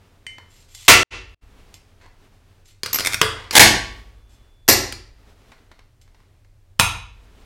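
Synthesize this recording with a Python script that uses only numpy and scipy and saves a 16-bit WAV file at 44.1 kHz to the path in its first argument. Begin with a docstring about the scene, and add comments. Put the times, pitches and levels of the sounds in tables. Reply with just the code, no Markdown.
"""A bare room, where a rifle is put together on a wooden table: the recoil spring is seated, the dust
cover slammed shut, the bolt carrier drawn back and let fly, the hammer dropped, the safety snapped on.
Each blow is a burst of tiny contacts that rings its steel part, echoes off the walls and thumps the
table; sliding parts scrape by stick and slip. Sleeves brush over a low building rumble. The loudest
blows overload the microphone, and the sound cuts out briefly three times."""
import sys
import numpy as np
from scipy import signal
from scipy.fft import rfft, irfft
from scipy.io import wavfile

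SR = 44100
rng = np.random.default_rng(int(sys.argv[2]) if len(sys.argv) > 2 else 0)


def int16_out(signal):
    """Quantize to a 16-bit WAV file."""
    q = np.round(np.clip(np.atleast_2d(signal).T, -1, 1) * 32767)
    wavfile.write(sys.argv[1], SR, q.astype(np.int16))


N = 328545

# each steel part's clack, the spectrum of its crowd of short modes: pitch_hz, relative_db
CLACK_COLOURS = { "spring": [(290, -62), (500, -29), (1420, -31), (2060, -2), (2600, -18), (3100, -13),
                 (3280, -27.5), (8170, -23), (15900, -54.5)], "rail": [(410, -37.5), (700, -12),
                 (1660, -12.5), (2020, -5.5), (3060, -3), (3400, -1.5), (4900, -4.5), (7750, -4),
                 (15900, -23)], "cover": [(82, -46), (140, -14), (328, -11.5), (369, -4.5), (416, -16),
                 (459, -9.5), (815, -13), (918, -6.5), (1730, -5), (2150, -3.5), (2730, -6.5), (2900, -8.5),
                 (6650, -13), (15900, -24.5)], "catch": [(82, -38.5), (140, -4), (239, -8.5), (450, 1),
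                 (815, -18), (994, -6.5), (1630, -1.5), (2730, -9.5), (3460, -3.5), (3970, -16), (4840, -9),
                 (7490, -13.5), (12500, -22), (15900, -28.5)], "latch": [(80, -34), (150, -9.5),
                 (390, -4.5), (780, -14), (1100, -5), (2100, -4.5), (4000, -8), (4850, -2), (6600, -12.5),
                 (9100, -13), (15900, -27.5)], "guide": [(120, -47.5), (200, -17.5), (849, -13.5),
                 (1550, -5.5), (1970, -7), (2240, 1.5), (2950, -18), (3540, -5.5), (3950, -11.5),
                 (5700, -8), (6720, -12.5), (14000, -19), (15900, -30.5)], "hammer face": [(120, -45),
                 (200, -16), (775, -17), (1100, -8.5), (1730, -20), (2120, -10), (3880, -14.5), (5400, -7),
                 (11000, -22.5), (12800, -5.5), (15900, -54.5)], "carrier": [(80, -30), (170, -5.5),
                 (400, -6), (650, -5), (880, -1), (1050, -6.5), (1300, -13.5), (1700, -1), (2250, -1),
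                 (2550, -7), (3200, -4.5), (5400, -7.5), (9000, -11.5), (12500, -13.5), (15900, -24)],
                 "hammer": [(90, -30.5), (200, -8.5), (340, -1), (560, -8), (750, -10.5), (1030, -12),
                 (1400, -13), (1800, -5), (2650, -14), (5200, -8.5), (8000, -12.5), (11300, -16.5),
                 (12500, -7), (15900, -30.5)], "safety": [(80, -15.5), (140, -7), (200, -7), (330, -12),
                 (580, -9), (950, -4), (1250, -7.5), (2000, -7), (2670, -4), (3700, -6.5), (6000, -12),
                 (9000, -14), (15900, -23.5)], "frame": [(120, -25.5), (250, -8), (700, -8), (1000, -5),
                 (1270, -10), (2100, -5.5), (2550, -14), (4200, -15.5), (6900, -23.5), (14000, -40)]}
# a part hits its stop: start_s, level_db, chatter_ms, touch_ahead_ms, rebound_loss_db, jolt_db, part
SLAMS = [(.881, 6.5, 12, 0, 5, -20.5, "cover"), (3.2146, 1.5, 3, 0, 19, -29.5, "catch"),
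         (3.594, 8, 11, 0, 8.5, -19, "carrier"), (4.6867, 3.5, 5.5, 7, 13, -24, "hammer"),
         (6.7966, 2.5, 3.3, 4, 16.5, -23, "safety")]
# the moving carrier judders: last_tick_s, last_level_db, chatter_ms, spacing_ms, growth_db, part
JUDDERS = [(2.958, -14.5, 5.5, 14, 0, "hammer face"), (3.006, -13.5, 2.6, 9.6, 0, "latch"),
           (3.071, -9, 3.6, 11.2, 3.3, "guide"), (3.1428, -11, 3.5, 9.5, 5.5, "guide"),
           (3.577, 2.5, 9.2, 12, 2.5, "carrier")]
# single clicks: start_s, level_db, chatter_ms, part
CLICKS = [(.2661, -24, 2.4, "spring"), (.383, -31.5, 2.6, "frame"), (.748, -32.5, 4.5, "rail"),
          (1.741, -35.5, 2.5, "rail"), (2.8334, -15.5, 3.2, "latch"), (2.8605, -17, 3.8, "latch"),
          (3.509, -17.5, 4.5, "latch"), (4.924, -21.5, 3.6, "latch"), (5.518, -42, 11, "frame"),
          (5.715, -43, 6.6, "frame"), (5.792, -41.5, 3.04, "frame"), (6.014, -53, 9, "rail"),
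          (6.146, -52, 7, "frame")]


def undb(db):
    """Decibels to gain."""
    return 10 ** (np.asarray(db) / 20)


def unit(x):
    """Scale a response to energy one."""
    return x / np.sqrt(np.sum(x ** 2))


def add(track, start_s, sound):
    """Mix a sound into the track from a given time."""
    i = max(int(start_s * SR), 0)
    track[i:i + len(sound)] += sound[:max(N - i, 0)]


def through(sound, response):
    """Pass a sound through a response."""
    return signal.fftconvolve(sound, response)[:N]


def on_log(hz, points):
    """Read (pitch_hz, value) points on a log-frequency axis."""
    pitch_hz, value = np.transpose(points)
    return np.interp(np.log(np.maximum(hz, 1)), np.log(pitch_hz), value)


def colour(points, size=4096):
    """An EQ curve of (pitch_hz, relative_db) points as a minimum-phase response of energy one."""
    curve_db = on_log(np.fft.rfftfreq(size, 1 / SR), points)
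    cepstrum = irfft(np.log(undb(curve_db)))
    cepstrum[1:size // 2] *= 2
    cepstrum[size // 2 + 1:] = 0
    return unit(irfft(np.exp(rfft(cepstrum))))


def ring(modes, t60_factor=1):
    """Struck modes ring as decaying sines; each t60 is capped at 2 s, then scaled."""
    t = np.arange(2 * SR) / SR
    return sum(undb(db - 60 * t / (min(t60_s, 2) * t60_factor)) * np.sin(2 * np.pi * hz * t)
               for hz, db, t60_s in modes)


def air(level_db=-52.5):
    """Room tone: low building rumble under a faint hiss."""
    # spectrum of the still air: pitch_hz, relative_db
    spectrum = [(12, -26.5), (20, 5.5), (36, 0.5), (55, -15.5), (93, 0), (203, -32), (240, -24),
                (318, -26.5), (432, -26), (470, -32.5), (526, -27.5), (1000, -36), (1750, -37), (8130, -45),
                (15900, -51.5)]
    bed = signal.fftconvolve(rng.standard_normal(N + SR), colour(spectrum, size=16384))
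    return undb(level_db) * bed[SR:SR + N]


def room(level_db=-3.5, first_echo_s=.0041, build_s=.0028):
    """The dense reverb tail from bare walls, its treble dying first."""
    # reverb time: pitch_hz, t60_s
    decay_times = [(100, .62), (400, .5), (1000, .49), (2500, .51), (5000, .46), (8000, .37), (12000, .29),
                   (16000, .2)]
    hz, t, cells = signal.stft(rng.standard_normal(SR), SR, nperseg=256)
    decay = undb(-60 * t / on_log(hz, decay_times)[:, None])
    _, tail = signal.istft(cells * decay, SR)
    build_up = np.clip((np.arange(len(tail)) / SR - first_echo_s) / build_s, 0, 1)
    return undb(level_db) * unit(tail * build_up)


def sleeves(flutter_db=1.8, creases_per_s=20):
    """Jacket sleeves brush unevenly, louder as an arm speeds up and softer as it comes to rest."""
    # spectrum of the rubbing cloth: pitch_hz, relative_db
    cloth = [(88, -34.5), (150, -1), (300, -1.5), (337, -6), (416, -1.5), (545, -8), (687, -7.5),
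             (3340, -15.5), (15000, -32)]
    # arm movements: fastest_s, length_s, level_db
    reaches = [(0.047, 1.2, -60.5), (0.551, 0.76, -63), (1.572, 0.92, -55), (2.251, 1.45, -60),
               (3.851, 0.93, -50.5), (4.399, 0.65, -62.5), (5.4, 1.23, -58.5), (6.219, 0.62, -64),
               (7.36, .7, -57)]
    t = np.arange(N) / SR
    speed = sum(undb(db) * np.cos(np.pi * np.clip((t - fastest_s) / length_s, -.5, .5)) ** 2
                for fastest_s, length_s, db in reaches)
    creases = np.arange(0, N / SR, 1 / creases_per_s)
    flutter = undb(flutter_db * np.interp(t, creases, rng.standard_normal(len(creases))))
    return speed * flutter * through(rng.standard_normal(N), colour(cloth))


def table_top(sway_db=-8.5, click_to_jolt_db=-29):
    """The grip passes each knock to the table top, which booms and sways."""
    # the wood's boom and the deeper sway of the top: pitch_hz, relative_db, t60_s
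    boom_modes = [(85.05, -1, .75), (110, -1, 0.67), (133.8, -7, 0.45)]
    sway_modes = [(45.4, -3, 2.3), (28.8, -5, .7), (57.6, -6.5, 2.4)]
    thump = ring(boom_modes) + undb(sway_db) * ring(sway_modes)
    thumps = np.zeros(N)
    for at, *_, jolt_db, part in SLAMS:
        add(thumps, at, undb(jolt_db) * thump)
    for at, db, *_ in CLICKS + JUDDERS:
        add(thumps, at, undb(db + click_to_jolt_db) * thump)
    return thumps


def cocked_spring(pitch_hz=3456, base_db=-72, swell_db=5, start_s=4.12, end_s=4.685):
    """A spring sings faintly while the trigger is pressed, until the hammer falls."""
    t = np.arange(N) / SR
    pressure = np.clip((t - start_s) / (end_s - start_s), 0, 1)
    gate = np.minimum(10 * pressure, 1) * (t < end_s)
    return undb(base_db + swell_db * pressure) * gate * np.sin(2 * np.pi * pitch_hz * t)


def slide(length_s, grit_db=3.5, grain_samples=128):
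    """Stick and slip: a scrape of unevenly loud noise grains that fades in and out."""
    n = max(int(length_s * SR), SR // 100)
    grain_db = grit_db * np.clip(rng.standard_normal(N // grain_samples), -2, 2)
    grains = np.repeat(undb(grain_db), grain_samples)[:n]
    grains /= np.sqrt(np.mean(grains ** 2))
    return rng.standard_normal(n) * grains * signal.windows.tukey(n, .5)


def chatter(decay_ms):
    """Steel meets steel in a burst of tiny contacts; each spot hit has a slightly different colour."""
    t = np.arange(SR // 8) / SR
    burst = rng.standard_normal(len(t)) * np.exp(-1000 * t / decay_ms)
    hz = np.arange(400, 16000, 450)
    spot_db = np.minimum(hz / 2500, 1) * rng.uniform(-3, 3, len(hz))
    return np.convolve(burst, colour(np.column_stack([hz, spot_db]), size=512))


def fumbles(count=6, span_s=(5.3, 6.5), level_db=-55.5, chatter_ms=4):
    """Faint ticks at chance moments as fingers feel over the frame for the safety lever."""
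    times = np.interp(np.arange(count) + rng.random(count), [0, count], span_s)
    return [(at, level_db, chatter_ms, "frame") for at in times]


def judders(ticks=3):
    """The carrier catches and breaks free in evenly spaced ticks, level or growing."""
    return [(at - k * spacing_ms / 1000, db - k * growth_db, chatter_ms, part)
            for at, db, chatter_ms, spacing_ms, growth_db, part in JUDDERS for k in range(ticks)]


def slams(rebounds=4, rebound_s=.014, scatter=.25, touch_db=-18.5):
    """A part hits its stop and rebounds ever more softly; some touch lightly just before the blow."""
    blows = []
    for at, db, chatter_ms, ahead_ms, loss_db, _, part in SLAMS:
        if ahead_ms > 1:
            blows.append((at - ahead_ms / 1000, db + touch_db, chatter_ms, part))
        blows.append((at, db, chatter_ms, part))
        for k in range(1, rebounds + 1):
            delay_s = (k + scatter * rng.uniform(-1, 1)) * rebound_s
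            blows.append((at + delay_s, db - k * loss_db, chatter_ms, part))
    return blows


def steel(part, blows, tail):
    """Blows and scrapes make one steel part clack, echo in the room and ring on briefly."""
    # sliding contacts: start_s, end_s, level_db, part
    scrapes = [(.47, .67, -60.5, "rail"), (.66, .85, -58, "rail"), (.76, .89, -48.5, "rail"),
               (1.995, 2.085, -54, "frame"), (2.642, 2.73, -58.5, "rail"), (2.942, 3.19, -38, "guide"),
               (3.24, 3.52, -48, "frame"), (3.522, 3.585, -23.5, "carrier"), (4.278, 4.378, -65.5, "rail")]
    # each part's lasting modes: pitch_hz, relative_db, base_t60_s
    ring_modes = { "spring": [(2098, -1.5, 0.49), (2320, -11.5, 0.37), (3029, -0.5, .5), (4570, -19, .2),
                  (6950, -22, 0.16), (8290, -12, 0.13)], "rail": [(2089, -5, .4), (3036, -4.5, .4),
                  (3470, 1.5, .2), (3990, -4, .2), (4330, -3.5, 0.25), (4900, -1.5, .15), (5340, -2, .15),
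                  (6150, -4, .15), (6560, -1.5, .2), (7350, 3, .2), (8290, -2.5, 0.13), (9900, -6.5, .15),
                  (11500, -6, .15), (12870, -3.5, .2)], "cover": [(1375, -3, .35), (1520, -8, .3),
                  (1790, -7, 0.27), (1907, -4, .4), (2013, 2.5, .45), (2050, -4, .4), (2118, -2, 0.35),
                  (2205, -0.5, .5), (2697, 1, 0.64), (2976, -3.5, 0.44), (3050, -10, .4), (3740, -9, .35),
                  (4830, -7, .35)], "catch": [(396, -4, 0.28), (440, 0.5, 0.68), (1474, -10.5, .3),
                  (1617, -3.5, .33), (2160, -7.5, 0.5), (3300, -8.5, 0.85), (4464, -6.5, .15),
                  (5050, -5, .15), (6080, -8, .1), (9400, -9.5, .1), (12370, -6.5, .12)],
                  "latch": [(4250, -2.5, .3), (4200, -3, .3), (4560, -2, .15), (4900, 1.5, .2),
                  (6850, -5.5, .25), (10900, -9.5, 0.099)], "guide": [(1346, -6.5, 0.045), (2115, 2, 0.04),
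                  (3588, -3, 0.054), (4610, -19.5, 0.053), (8695, -2.5, 0.064), (12500, -18.5, .06)],
                  "hammer face": [(12550, 5, 0.18), (12500, -6, .1), (5430, -18, .08),
                  (6830, -18.5, 0.059)], "carrier": [(194, -7, 0.55), (333, -6.5, 0.52), (560, -3, .35),
                  (790, -1.5, 0.26), (905, -3.5, 0.19), (954.7, 1.5, 0.48), (1124, -6, 0.85),
                  (1663, -2, .4), (1935, -2.5, 0.43), (2200, 0.5, 0.48), (2270, 1.5, .45), (2790, -8.5, .5),
                  (3340, -4.5, .45), (3220, -2, .45), (4930, 0, 0.32), (5440, -7, 0.19), (12420, -5, .18)],
                  "hammer": [(279, -12.5, 0.34), (336, -9, 0.33), (386, -4, .3), (560, -6, 0.2),
                  (1041, -10, 0.34), (1875, -5, .25), (2280, -8, .5), (3386, -12.5, .4), (5142, -5, .21),
                  (5800, -5, .18), (9430, 2, 0.15), (12430, -0.5, .2), (12700, -1, .2)],
                  "safety": [(958, -5, 0.58), (1010, -23, 0.5), (2020, -9, 0.28), (2670, -7.5, 0.49),
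                  (2790, 0, .5), (4120, -1.5, .13), (4955, -11, 0.24), (7320, 1, 0.24), (9028, 0, 0.24)],
                  "frame": [(1050, 0, .15), (1600, -4, .2), (2170, 2, 0.19), (3700, -11, .2),
                  (4350, -6, 0.3)]}
    # each part's mix and ring length: ring_db, t60_factor, reverb_send_db
    part_mix = {"spring": (4, .95, -3), "rail": (-2, .7, -3), "cover": (-7, .9, -2), "catch": (-10, .6, -4),
                "latch": (-8, .7, -4), "guide": (-6, .7, -5), "hammer face": (2, .7, -4),
                "carrier": (-11, .8, -1), "hammer": (-8, .85, 0), "safety": (-12, .9, -1),
                "frame": (-10, .9, -3)}
    contact, push = np.zeros(N), np.zeros(N)
    for at, db, chatter_ms, struck in blows:
        if struck == part:
            burst = undb(db) * chatter(chatter_ms)
            add(contact, at, burst)
            # the lasting modes take the blow as one impulse, a quarter of the chatter time later
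            add(push, at + chatter_ms / 4000, np.array([np.linalg.norm(burst)]))
    for start_s, end_s, db, rubbed in scrapes:
        if rubbed == part:
            scrape = undb(db) * slide(end_s - start_s)
            add(contact, start_s, scrape)
            add(push, start_s, scrape)
    ring_db, t60_factor, send_db = part_mix[part]
    # the walls hear the blow from all sides, which evens out its colour
    echo = undb(send_db) * through((push + contact) / np.sqrt(2), tail)
    clack = through(contact + echo, colour(CLACK_COLOURS[part]))
    ringing = through(push, unit(ring(ring_modes[part], t60_factor)))
    return clack + undb(ring_db) * ringing


def scene():
    """The rifle in the room, over the table, the sleeves and the air, in mono."""
    tail = room()
    blows = slams() + judders() + CLICKS + fumbles()
    rifle = sum(steel(part, blows, tail) for part in CLACK_COLOURS)
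    return (rifle + table_top() + cocked_spring() + sleeves() + air())[None]


def record(dry):
    """The loudest blows clip, the sound cuts out three times, and a steep low-pass trims the top."""
    # brief dropouts: start_s, end_s, depth_db, fade_back_s
    dropouts = [(1.033, 1.106, -60, .04), (1.346, 1.41, -35, .025), (3.5872, 3.5942, -27, .0005)]
    ceiling, cutoff_hz = .88, 15900
    t = np.arange(N) / SR
    gain = np.ones(N)
    for start_s, end_s, depth_db, fade_back_s in dropouts:
        floor = undb(depth_db)
        gain *= np.interp(t, [start_s - .0005, start_s, end_s, end_s + fade_back_s], [1, floor, floor, 1])
    clipped = np.clip(dry, -ceiling, ceiling)
    low_pass = signal.ellip(10, .1, 90, cutoff_hz, fs=SR, output="sos")
    return signal.sosfilt(low_pass, clipped * gain)


dry = scene()
out = record(dry)
int16_out(out)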